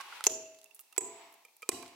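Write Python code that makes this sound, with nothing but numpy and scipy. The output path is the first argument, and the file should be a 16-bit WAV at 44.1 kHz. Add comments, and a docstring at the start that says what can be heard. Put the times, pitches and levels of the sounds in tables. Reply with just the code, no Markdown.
"""Faint outdoor air, dry taps and grit, then a sledgehammer drives three steel wedges into a boulder.
One blow per wedge: a noise crack, a dull thud from the stone's modes, a bright ping from the wedge's.
Low tones sing on after each blow and the surroundings answer with a long wash of echoes.
Between blows loose steel clinks and grit crackles; two soft noises come and go underneath."""
import sys
import numpy as np
from scipy import signal
from scipy.fft import rfft, irfft
from scipy.io import wavfile

SR = 44100
rng = np.random.default_rng(int(sys.argv[2]) if len(sys.argv) > 2 else 0)


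def unload_audio(sound):
    """Save the sound as a 16-bit wav file, at the path given as the first command line argument."""
    columns = np.transpose(np.atleast_2d(sound))
    # keep every value between -1 and 1, then stretch to whole-number steps
    steps = np.round(np.clip(columns, -1, 1) * 32767)
    wavfile.write(sys.argv[1], SR, steps.astype(np.int16))


N = 85995
T = np.arange(N) / SR
HZ = np.maximum(np.arange(N // 2 + 1) * SR / N, 1)
OCTAVES_ABOVE_1KHZ = np.maximum(np.log2(HZ / 1000), 0)
THUD_RISE_S, RING_RISE_S = 0.0027, 0.00048
LOW_CUT_HZ, GRIT_PAN_DB = 320, -4

# Stereo image of air, grinding and echoes. Each row: frequency in Hz, left-right correlation.
DIFFUSE_CORRELATION = [(60, .93), (300, .96), (650, 0.59), (1400, 0.57), (3100, 0.11), (7000, .05),
                       (15000, .1)]
# Stereo image of cracks and grit. Each row: frequency in Hz, left-right correlation.
CRACK_CORRELATION = [(100, 0.85), (1000, 0.69), (4000, 0.41), (12000, 0.1)]


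def from_db(db):
    """Decibels to gain."""
    return 10 ** (np.asarray(db) / 20)


def at_hz(points):
    """Rows of (Hz, value) interpolated onto HZ, log frequency axis."""
    hz, values = np.transpose(points)
    return np.interp(np.log(HZ), np.log(hz), values)


def fade(t60_s):
    """Exponential decay, 60 dB in t60_s."""
    return np.exp(-np.log(1000) * T / t60_s)


def mode(hz, db, t60_s, rise_s):
    """Damped sine with a quick rise."""
    return from_db(db) * np.sin(2 * np.pi * hz * T) * fade(t60_s) * (1 - np.exp(-T / rise_s))


def place(x, start_s, pan_db=0):
    """Delay and pan; pan_db is left minus right."""
    out, start = np.zeros((2, N)), max(int(start_s * SR), 0)
    out[:, start:] = x[..., :N - start]
    return out * from_db([[pan_db / 2], [-pan_db / 2]])


def noise(colour_db, correlation):
    """Stereo noise, rms 1, with given spectrum and left-right correlation."""
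    mid, side = rfft(rng.standard_normal((2, N)))
    alike = np.clip(at_hz(correlation), -1, 1)
    gain = from_db(colour_db + np.zeros_like(HZ))
    stereo = np.sqrt((1 + alike) / 2) * mid + np.sqrt((1 - alike) / 2) * side * [[1], [-1]]
    return irfft(stereo * gain / np.sqrt(np.mean(gain ** 2)), N)


def low_cut(x, hz):
    """Second-order high-pass."""
    return signal.sosfilt(signal.butter(2, hz, "high", fs=SR, output="sos"), x + 1e-18)


def background():
    """Steady outdoor air, a soft rush at the start and a hollow swell after the later blows."""
    # Spectra. Each row: frequency in Hz, relative level in dB.
    air_colour = [(18, -53.5), (30, -31), (889, -5), (1190, -20.5), (2480, -9.5), (2680, 4.5), (2900, -27),
                  (3490, -7), (3980, -4.5), (8740, -7.5), (16000, -8)]
    rush_colour = [(35, -74), (60, -44), (153, -39.5), (371, -17), (666, -16.5), (842, 0.5), (1060, -4.5),
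                   (1740, -8), (2520, -4), (7570, -20.5), (11800, -22.5), (16000, -30)]
    swell_colour = [(59, -76), (100, -42.5), (365, -12), (570, -20), (662, -2.5), (736, -8), (910, -1),
                    (1450, -19), (2170, -8), (2750, -13), (3120, -14), (6150, -22.5), (7940, -28.5),
                    (9610, -33.5), (16000, -33)]
    # Envelopes. Each row: time in seconds, level in dB.
    rush_level = [(0, -50.5), (0.08, -51.5), (0.17, -47.5), (0.24, -56), (0.4, -63.5), (0.6, -81)]
    swell_level = [(0.9, -76.5), (1.05, -60), (1.22, -55), (1.4, -65.5), (1.58, -79), (1.8, -60.5),
                   (1.95, -61)]
    soft = 0
    for level, colour in ((rush_level, rush_colour), (swell_level, swell_colour)):
        envelope = from_db(np.interp(T, *np.transpose(level)))
        soft = soft + envelope * noise(at_hz(colour), DIFFUSE_CORRELATION)
    air = from_db(-69) * noise(at_hz(air_colour), DIFFUSE_CORRELATION)
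    return place(air + soft, 0, pan_db=0.5)


def taps():
    """Small dry knocks, a few damped modes each."""
    # Each row: start in seconds, level in dB, pitch in Hz, t60 in seconds.
    hits = [(0.002, -35, 1100, 0.077), (0.125, -33.5, 1400, 0.029), (0.208, -24, 1314, 0.011),
            (1.717, -40, 2020, 0.034), (1.828, -42.5, 1093, 0.043)]
    # Each row: ratio to the pitch, relative level in dB.
    partials = [(0.798, -12), (1, -2), (1.449, -10), (2.05, -17.5)]
    out = 0
    for start_s, level_db, hz, t60_s in hits:
        tap = sum(mode(hz * ratio, level_db + db, t60_s, RING_RISE_S) for ratio, db in partials)
        out = out + place(tap, start_s, GRIT_PAN_DB)
    return out


def grit():
    """Grit crunches and skitters: short dying bursts of uneven grains."""
    # Each row: start in seconds, level in dB, t60 in seconds, tilt in dB per octave above 1 kHz.
    bursts = [(0.003, -37, 0.0027, -2.5), (0.008, -39.5, 0.041, -4), (0.208, -36, 0.009, -5),
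              (0.2405, -23, 0.0029, 2), (0.24, -28, 0.033, -1.5), (0.249, -32.5, 0.049, -1),
              (0.262, -26, 0.0034, 8), (0.297, -41, 0.035, -3), (0.311, -47, 0.12, 12),
              (0.546, -56, 0.022, -3), (0.568, -62, 0.014, -4), (0.587, -54.5, 0.036, -1),
              (0.615, -47.5, 0.009, 0.5), (0.631, -56, 0.022, -1), (0.643, -44.5, 0.0085, 6),
              (0.66, -55.5, 0.0068, 15), (0.709, -61, .015, 12), (0.747, -47, 0.09, 16),
              (0.763, -60, .025, -2), (0.793, -39.5, 0.0057, 3), (0.799, -41, 0.054, 24),
              (0.808, -47, 0.037, 13), (0.926, -54, 0.028, 2.5), (0.964, -46, 0.021, -5),
              (1.013, -46.5, 0.016, -5), (1.325, -57, .05, 16), (1.34, -52.5, 0.029, 9.5),
              (1.450, -50.5, 0.024, 3), (1.567, -45, 0.0088, 12.5), (1.621, -45.5, 0.018, 10),
              (1.625, -52, 0.067, -2), (1.717, -41.5, 0.044, -4.5), (1.798, -67, .02, -23),
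              (1.826, -42.5, 0.025, 0), (1.861, -46.5, 0.023, -4.5), (1.879, -49, 0.018, -1)]
    # Each row: frequency in Hz, relative level in dB.
    colour = [(100, -22.5), (1000, -2.5), (3000, 4.5), (8000, 6.5), (12000, 3.5), (16000, -9)]
    spread_db, knots_s = 2.5, T[::32]
    out = 0
    for start_s, db, t60_s, tilt_db in bursts:
        sizes = from_db(spread_db * np.interp(T, knots_s, rng.standard_normal(len(knots_s))))
        hiss = noise(at_hz(colour) + tilt_db * OCTAVES_ABOVE_1KHZ, CRACK_CORRELATION)
        grains = hiss * sizes / np.sqrt(np.mean(sizes ** 2))
        out = out + place(from_db(db) * fade(t60_s) * grains, start_s, GRIT_PAN_DB)
    return out


def stone_thud(hz, level_db, t60_s):
    """The boulder's low, heavily damped modes."""
    # Each row: ratio to the pitch, relative level in dB.
    partials = [(.76, -18), (1, -1), (1.151, -7)]
    return sum(mode(hz * ratio, level_db + db, t60_s, THUD_RISE_S) for ratio, db in partials)


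def wedge_ping(wedge, grind, lag_s):
    """A wedge rings, later on the right by lag_s, and grinds in its hole as a band of noise."""
    ring = sum((-1) ** k * mode(hz, db, t60_s, RING_RISE_S) for k, (hz, db, t60_s) in enumerate(wedge))
    right = irfft(rfft(ring) * np.exp(-2j * np.pi * HZ * lag_s), N)
    centre_hz, half_width_hz, grind_db = grind
    band = noise(-10 * np.log10(1 + ((HZ - centre_hz) / half_width_hz) ** 4), DIFFUSE_CORRELATION)
    grinding = from_db(grind_db) * band * fade(t60_s=0.033) * (1 - np.exp(-T / RING_RISE_S))
    return np.array([ring, right]) + grinding


def impact_crack(db, tilt_db):
    """The hammer's impact: a brief broadband burst."""
    # Each row: frequency in Hz, relative level in dB.
    colour = [(40, -20), (120, -24.5), (300, -8.5), (900, 6.5), (1500, -3), (2500, 1.5), (5000, 7),
              (9500, 4.5), (13000, 9), (16000, 2)]
    burst = noise(at_hz(colour) + tilt_db * OCTAVES_ABOVE_1KHZ, CRACK_CORRELATION)
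    return from_db(db) * fade(t60_s=0.02) * burst


def blows():
    """Thud, ping, crack and a weaker rebound ping per blow; returns direct sound and echo send."""
    # Each row: start in seconds; thud level in dB, pitch in Hz, t60 in seconds; crack level in dB,
    # tilt in dB per octave above 1 kHz; ping pan in dB, right lag in seconds; echo sends of thud,
    # crack and ping in dB; rebound delay in seconds, level relative to the ping in dB.
    strikes = [(0.2669, -17.5, 420.6, 0.033, -19, -2.5, -1, 0.000027, 1.5, -7.5, -3, 0.074, -26),
               (0.9792, -19.5, 392.7, 0.034, -27, -0.5, -9, 0.000023, 0.5, -1.5, 3.5, 0.029, -15),
               (1.6905, -14, 360, 0.021, -23, -3.5, -4.5, 0.0000073, -2, 4.5, -2, 0.014, -36)]
    # One list of modes per wedge. Each row: frequency in Hz, level in dB, t60 in seconds.
    wedges = [
        [(884, -27.5, 0.023), (2674, -21.5, 0.02), (4560, -20.5, .012), (5830, -5, 0.0063), (6160, -8.5, 0.011),
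         (7065, -11, 0.025), (11900, -27, 0.0067)],
        [(703, -26.5, 0.0096), (1020, -34.5, 0.016), (2065, -22, 0.0049), (2520, -42, 0.034), (6200, -32, .016),
         (6880, -27.5, 0.025), (7850, -17.5, 0.033), (12850, -29.5, 0.011)],
        [(1060, -32.5, 0.029), (2440, -37, 0.049), (6020, -15, 0.0063), (7130, -20, 0.0056), (7810, -13, 0.01),
         (8600, -12, 0.004), (12600, -25, 0.0091)],
    ]
    # One grinding band per wedge. Each row: centre in Hz, half-width in Hz, level in dB.
    grinds = [(6500, 470, -14.5), (7380, 110, -22.5), (8350, 1100, -29.5)]
    direct, send = 0, 0
    for strike, wedge, grind in zip(strikes, wedges, grinds):
        (start_s, thud_db, thud_hz, thud_t60_s, crack_db, tilt_db, pan_db, lag_s,
         thud_send_db, crack_send_db, ping_send_db, rebound_s, rebound_db) = strike
        thud = stone_thud(thud_hz, thud_db, thud_t60_s)
        ground = mode(hz=101.5, db=-49, t60_s=0.016, rise_s=THUD_RISE_S)  # boulder pushes on the ground
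        ping = wedge_ping(wedge, grind, lag_s)
        crack = impact_crack(crack_db, tilt_db)
        rebound = from_db(rebound_db) * place(ping, start_s + rebound_s, pan_db / 2)
        direct = direct + place(thud + ground, start_s) + place(crack, start_s, pan_db / 2)
        direct = direct + place(ping, start_s, pan_db) + rebound
        lows = ground + from_db(thud_send_db) * thud
        highs = from_db(crack_send_db) * crack + from_db(ping_send_db) * ping
        send = send + place(lows + highs, start_s, pan_db=-0.5)
    return low_cut(direct, LOW_CUT_HZ), low_cut(send, hz=90)


def after_tones():
    """Faint low partials swell after each blow, waver and die."""
    # Each row: start in seconds, frequency in Hz, level in dB, rise in seconds, t60 in seconds.
    tones = [(0.267, 642, -44.5, 0.011, 0.64), (0.267, 413, -67.5, .03, 0.98),
             (0.98, 418.4, -53.5, 0.045, 0.52), (1.03, 674, -50, 0.12, 0.55),
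             (0.98, 996, -53, 0.0071, 0.45), (1.691, 704, -51.5, 0.069, 0.49),
             (1.691, 671, -55.5, 0.039, .55), (1.691, 1038, -54, 0.019, 0.47),
             (1.691, 328, -62, 0.09, 0.67), (1.691, 258, -53, 0.039, 0.43)]
    out, knots_s = 0, np.arange(400) * 0.0097
    for start_s, hz, db, rise_s, t60_s in tones:
        waver_db = np.interp(T, knots_s, rng.standard_normal(len(knots_s)))
        decay_db = 60 * (T / t60_s) ** 1.99  # holds, then falls ever faster
        envelope = from_db(db + waver_db - decay_db) * (1 - np.exp(-T / rise_s))
        out = out + place(envelope * np.sin(2 * np.pi * hz * T), start_s)
    return out


def echoes(send):
    """Scattered echoes from the surroundings build after a short gap and die band by band."""
    # Each row: band centre in Hz, gain in dB, t60 in seconds.
    bands = [(49.9, -8, .7), (105, -3.5, .65), (177, -15, 0.68), (302.6, -6.5, 0.65), (437, -11, 0.48),
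             (660, -9, 0.93), (1000, -9, 0.44), (1500, -14, 0.95), (2320, -13.5, 1.0), (2700, -7.5, .9),
             (3330, -11, 0.67), (4500, -11.5, 0.68), (7480, -10, 0.46), (10000, -14, 0.46),
             (15000, -20.5, 0.51)]
    gap_s, build_s = 0.018, 0.014
    scatter, tail = rfft(noise(0, DIFFUSE_CORRELATION)), 0
    log_centres = np.log([row[0] for row in bands])
    for share, (_, db, t60_s) in zip(np.eye(len(bands)), bands):
        band = irfft(scatter * np.interp(np.log(HZ), log_centres, share), N)
        envelope = fade(t60_s) * (1 - np.exp(-T / build_s))
        tail = tail + from_db(db) * band * envelope / np.sqrt(np.sum(envelope ** 2))
    return signal.fftconvolve(send, place(tail, gap_s), axes=1)[:, :N]


def clinks():
    """Loose steel rings briefly, with a lower partial and a knock under the firmer touches."""
    # Each row: start in seconds, ring level in dB, pitch in Hz, low partial, knock and pan in dB.
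    touches = [(0.46, -48.5, 2704, -105, -80, -7), (0.658, -49.5, 2704, -80.5, -74, -10),
               (0.710, -50.5, 2710, -87, -85, -16.5), (0.793, -52.5, 2750, -64.5, -85, -14.5),
               (0.926, -50, 2725, -64.5, -80, -14.5), (1.450, -42.5, 2373, -62.5, -53.5, -3),
               (1.483, -53.5, 2420, -78, -69, -2.5), (1.621, -40, 2310, -56.5, -56, 2),
               (1.628, -33, 2400, -44, -42, -3.5), (1.828, -42.5, 2380, -60, -44, -9)]
    # Each row: ratio to the pitch, relative level in dB, t60 in seconds.
    partials = [(1.001, -4, 0.038), (1.3, -20, 0.052), (1.9, -20, 0.021), (2.5, -26, 0.013)]
    out = 0
    for start_s, ring_db, hz, low_db, knock_db, pan_db in touches:
        ring = sum(mode(hz * ratio, ring_db + db, t60_s, RING_RISE_S) for ratio, db, t60_s in partials)
        low = mode(hz=1260, db=low_db, t60_s=0.069, rise_s=RING_RISE_S)
        knock = mode(hz=479, db=knock_db, t60_s=0.031, rise_s=THUD_RISE_S)
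        out = out + place(ring + low + knock, start_s, pan_db)
    return out


def scene():
    """Blows and small sounds with their echoes, plus after-tones and background."""
    direct, send = blows()
    small = low_cut(taps() + clinks(), LOW_CUT_HZ) + low_cut(grit(), hz=300)
    return direct + after_tones() + small + echoes(send + from_db(-0.5) * small) + background()


def record(dry):
    """Soft clip, then a steep low-pass."""
    stop_db, stop_hz = 70, 16900
    return signal.sosfilt(signal.cheby2(16, stop_db, stop_hz, fs=SR, output="sos"), np.tanh(dry))


dry = scene()
out = record(dry)
unload_audio(out)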